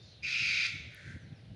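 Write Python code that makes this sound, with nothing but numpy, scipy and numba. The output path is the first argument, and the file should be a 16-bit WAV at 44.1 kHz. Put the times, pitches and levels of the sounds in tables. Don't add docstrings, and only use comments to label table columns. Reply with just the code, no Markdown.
import sys
import numpy as np
from scipy import signal
from scipy.fft import rfft, irfft, next_fast_len
from scipy.io import wavfile
from scipy.ndimage import uniform_filter1d
from numba import njit

SR = 44100
rng = np.random.default_rng(int(sys.argv[2]) if len(sys.argv) > 2 else 0)


def transcribe(u):
    v = np.clip(np.atleast_2d(u).T, -1, 1)
    q = np.round(v * 32767).astype(np.int16)
    wavfile.write(sys.argv[1], SR, q)


N = 68355
T = np.arange(N) / SR


def undb(db):
    return 10 ** (np.asarray(db) / 20)


def unit(x):
    return x / np.sqrt(np.mean(x ** 2))


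def colour(x, points):
    hz, db = np.array(points).T
    size = 2 * next_fast_len(N)
    f = np.maximum(np.arange(size // 2 + 1) * SR / size, 1)
    cepstrum = irfft(np.log(undb(np.interp(np.log(f), np.log(hz), db))))
    cepstrum[1:size // 2] *= 2
    cepstrum[size // 2 + 1:] = 0
    return irfft(rfft(x, size) * np.exp(rfft(cepstrum)))[:N]


@njit
def resonate(x, hz, width_hz):
    y, band, low = np.empty(len(x)), 0., 0.
    for i in range(len(x)):
        g, damping = np.tan(np.pi * hz[i] / SR), width_hz / hz[i]
        v = (band + g * (x[i] + 1e-18 - low)) / (1 + g * (g + damping))
        band, low, y[i] = 2 * v - band, low + 2 * g * v, damping * v
    return y


def formant(x, hz, width_hz):
    hz = hz * np.ones(N)
    return resonate(resonate(x, hz, float(width_hz)), hz, float(width_hz))


def walk(rate_hz):
    return unit(np.interp(T * rate_hz, np.arange(N), rng.standard_normal(N)))


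def controls(table):
    times, db, *columns = np.array(table).T
    gain = undb(np.interp(T, times, db, left=-150, right=-150))
    return [gain] + [np.interp(T, times, column) for column in columns]


# frequency in Hz, relative level in dB.
HUSH_SPECTRUM = [(30, -0.5), (120, 0), (260, 2.5), (480, 3.5), (620, 3), (800, -4.5), (1100, -10.5),
                 (1600, -6), (2500, -5), (4200, -7), (6000, -18), (7800, -29), (10000, -22), (12000, -48),
                 (16000, -50)]

def hush():
    return undb(-64.5 + .27 * walk(6.46)) * unit(colour(rng.standard_normal(N), HUSH_SPECTRUM))


# peak time in seconds, half-width in seconds, level in dB.
WIND_BUFFETS = [(0.042, .025, -56), (0.252, 0.031, -54.5), (0.345, 0.0074, -58), (0.422, 0.0092, -46),
                (0.505, 0.075, -55), (0.694, 0.024, -55), (0.751, 0.014, -44.5), (0.807, .012, -49),
                (0.868, .03, -49), (1.085, 0.028, -45.5), (1.141, 0.0076, -49), (1.16, 0.01, -39.5),
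                (1.252, 0.036, -50.5), (1.325, 0.012, -44.5), (1.43, 0.045, -55.5), (1.484, 0.022, -54.5),
                (1.522, 0.016, -46)]
# frequency in Hz, relative level in dB.
RUMBLE_SPECTRUM = [(20, -41), (45, -26.5), (70, -7), (110, -2.5), (155, -10), (220, -23), (400, -35.5),
                   (900, -61.5), (4000, -100)]
EDDY_SPECTRUM = [(60, -25), (170, 1), (260, -4.5), (400, -19.5), (900, -48), (4000, -90)]

def wind(breeze_db=-58.5, eddy_db=-9):
    gust_power = sum(undb(db) ** 2 * np.exp(-((T - at) / width) ** 2) for at, width, db in WIND_BUFFETS)
    rumble = signal.hilbert(colour(rng.standard_normal(N), RUMBLE_SPECTRUM))
    even_rumble = unit(rumble.real / np.sqrt(uniform_filter1d(abs(rumble) ** 2, size=900)))
    eddies = undb(eddy_db) * unit(colour(rng.standard_normal(N), EDDY_SPECTRUM))
    return np.sqrt(undb(breeze_db) ** 2 + gust_power) * even_rumble + np.sqrt(gust_power) * eddies


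# band centre in Hz, seconds to fade by 60 dB, relative level in dB.
TAIL_BANDS = [(676, 1, 10.5), (1434, 0.79, 3), (2190, 1, 2.5), (2354, 0.9, -2.5), (2600, 0.73, 1),
              (3430, 0.95, 6), (4700, 0.66, -3), (6100, 0.77, 1), (8600, 0.62, 4)]

def enclosure_echoes(calls, first_echo_s=.0055, early_t60_s=.12, early_db=-5.5, tail_db=-6):
    age = np.maximum(T - first_echo_s, 0)
    fade = lambda t60: unit(undb(-60 * age / t60) * (age > 0)) / np.sqrt(N)
    scatter = unit(rng.standard_normal(N) * (rng.random(N) < .02))
    response = undb(early_db) * fade(early_t60_s) * scatter
    spectrum, f = rfft(rng.standard_normal(N)), np.arange(N // 2 + 1) * SR / N
    centres = [row[0] for row in TAIL_BANDS]
    for (_, t60, db), band in zip(TAIL_BANDS, np.eye(len(TAIL_BANDS))):
        response += undb(tail_db + db) * fade(t60) * irfft(spectrum * np.interp(f, centres, band), N)
    return signal.fftconvolve(calls, response)[:N]


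# start in seconds,
# length in seconds, first, middle and last pitch in Hz, relative level in dB, roughness from 0 to 1.
BACKGROUND_GLIDES = [(-.01, .06, 3560, 3660, 3680, -55, .04), (-.02, .22, 4400, 4250, 3600, -55, 1),
                     (-.02, .17, 5400, 5700, 5500, -64, 1), (.027, .012, 7000, 6400, 5900, -63, .3),
                     (.12, .1, 3550, 3100, 2600, -68, .3), (1.18, .09, 6300, 5900, 5300, -71, .25),
                     (1.39, .15, 4400, 3100, 2800, -69, .6), (.81, .22, 610, 565, 630, -69, .1),
                     (1.225, .10, 4700, 4100, 3400, -66, .12), (1.34, .075, 5850, 5000, 4200, -66, .14),
                     (1.32, .07, 2700, 2450, 2300, -67, .12), (1.22, .19, 790, 800, 780, -72, .08)]

def background_glides(flutter_depth=.1, flutter_hz=1100):
    tones = np.zeros(N)
    for start, length, first_hz, middle_hz, last_hz, db, rough in BACKGROUND_GLIDES:
        progress = np.clip((T - start) / length, 0, 1)
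        glide_hz = np.interp(progress, [0, .5, 1], [first_hz, middle_hz, last_hz])
        hz = glide_hz * (1 + rough * flutter_depth * walk(flutter_hz))
        swell = np.sqrt(abs(np.sin(np.pi * progress)))
        tones += undb(db) * swell * np.sin(2 * np.pi * np.cumsum(hz) / SR)
    return tones


def tick(start_s=.9466, decay_s=.0002):
    snap = (T >= start_s) * np.exp(-abs(T - start_s) / decay_s) * rng.standard_normal(N)
    return undb(-34) * formant(snap, hz=10800, width_hz=4800)


def larynx(rate_hz, jitter=.2, shimmer_db=1., rasp_share=.62, puff_decay_cycles=.6):
    stretch, strength = rng.standard_normal((1000, 2)).T
    closures = np.append(0, np.cumsum(np.exp(jitter * stretch)))
    cycles = np.interp(np.cumsum(rate_hz * np.ones(N)) / SR, closures, np.arange(len(closures)))
    count = cycles.astype(int)
    clicks = unit(np.diff(count, prepend=0) * 1.)
    puffs = unit(np.exp(-(cycles % 1) / puff_decay_cycles) * rng.standard_normal(N))
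    pulses = np.sqrt(1 - rasp_share) * clicks + np.sqrt(rasp_share) * puffs
    return pulses * undb(shimmer_db * np.tanh(strength[count]))


# time in seconds, relative level in dB, main resonance in Hz.
FAR_SQUAWK = [(.88, -73, 2045), (.95, -63.5, 1952), (1.02, -61.5, 1707), (1.10, -59, 1710),
              (1.16, -66.5, 1840), (1.21, -85, 1670)]
# frequency in Hz, relative gain in dB.
FAR_THROAT = [(1000, -31), (1500, 12.5), (2100, 9.5), (2900, -4.5), (4200, -2), (5300, -8), (6500, -7),
              (7900, -19), (9900, -17), (12000, -56)]

def far_bat():
    gain, hz = controls(FAR_SQUAWK)
    pulses = larynx(rate_hz=210)
    ring = unit(formant(pulses, hz, width_hz=600))
    throat = undb(10) * unit(colour(pulses, FAR_THROAT))
    return gain * (ring + throat)


# time in seconds, level in dB, relative level of the
# other throat resonances in dB, main resonance in Hz, pulses per second, roughness from 0 to 1.
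NEAR_SCREECH = [(.225, -46, -12, 2400, 204, 0.21), (.229, -58.5, -2, 2433, 203, 0.1),
                (.231, -39.5, -2.5, 2400, 204.5, 0.21), (.25, -35.5, -6, 2530, 205.4, 0.77),
                (.284, -35, 0.5, 2343, 242, 0.67), (.32, -36.5, 2, 2570, 300, 0.65),
                (.345, -32, -3.5, 2502, 230, 0.76), (.40, -32.5, -1.5, 2544, 220, 0.63),
                (.49, -32.5, 1, 2442, 300, 0.54), (.57, -31.5, -0.5, 2489, 300, 0.71),
                (.645, -31.5, -2.5, 2440, 320, 0.59), (.668, -31, 2, 2382, 390, 0.82),
                (.673, -52, -17, 2280, 450, 0.7)]
# frequency in Hz, relative gain in dB.
NEAR_THROAT = [(600, -58), (1090, -26), (1210, -10.5), (1340, -4.5), (1520, 2), (1680, -16.5),
               (1900, -13.5), (2750, 4.5), (3100, 6.5), (3400, 3.5), (3980, 5.5), (4300, -1.5), (4620, 8),
               (5000, -4.5), (5480, -2.5), (5750, -8.5), (6350, -2), (7100, -18.5), (7550, -15),
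               (8200, -32.5), (9900, -25), (11000, -36), (12500, -63.5), (16000, -66)]

def near_bat(flutter_depth=.085, flutter_hz=516.7, swing_limit=2.9, mouth_band_hz=(1233, 11250)):
    gain, throat_db, hz, rate_hz, rough = controls(NEAR_SCREECH)
    pulses = larynx(rate_hz)
    phase = 2 * np.pi * np.cumsum(hz * (1 + flutter_depth * rough * walk(flutter_hz))) / SR
    whistle = unit(np.sin(phase) + undb(-9.5) * np.sin(2 * phase))
    ring = unit(formant(pulses, hz, width_hz=612))
    core = np.sqrt(rough) * ring + np.sqrt(1 - rough) * whistle
    core = unit(core / np.hypot(swing_limit, abs(signal.hilbert(core))))
    throat = undb(throat_db - 7) * unit(colour(pulses, NEAR_THROAT))
    shutting = np.exp(-((T - .668) / .008) ** 2)
    yelp = undb(-7.5) * shutting * unit(formant(pulses, hz=4380, width_hz=900))
    voice = uniform_filter1d(gain, size=60) * (core + throat + yelp)
    small_mouth = signal.butter(4, mouth_band_hz, "band", fs=SR, output="sos")
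    return signal.sosfilt(small_mouth, voice)


def scene():
    screech, squawk, glides = near_bat(), far_bat(), background_glides()
    direct = screech + (squawk + glides) / 2
    echoes = enclosure_echoes(screech + undb(-5.5) * squawk + undb(-2.5) * glides)
    return (direct + echoes + wind() + hush() + tick())[None]


def record(dry, low_cut_hz=38, top_hz=15800):
    trimmed = signal.sosfilt(signal.butter(2, low_cut_hz, "high", fs=SR, output="sos"), dry)
    return signal.sosfilt(signal.ellip(8, .2, 70, top_hz, fs=SR, output="sos"), trimmed)


dry = scene()
out = record(dry)
transcribe(out)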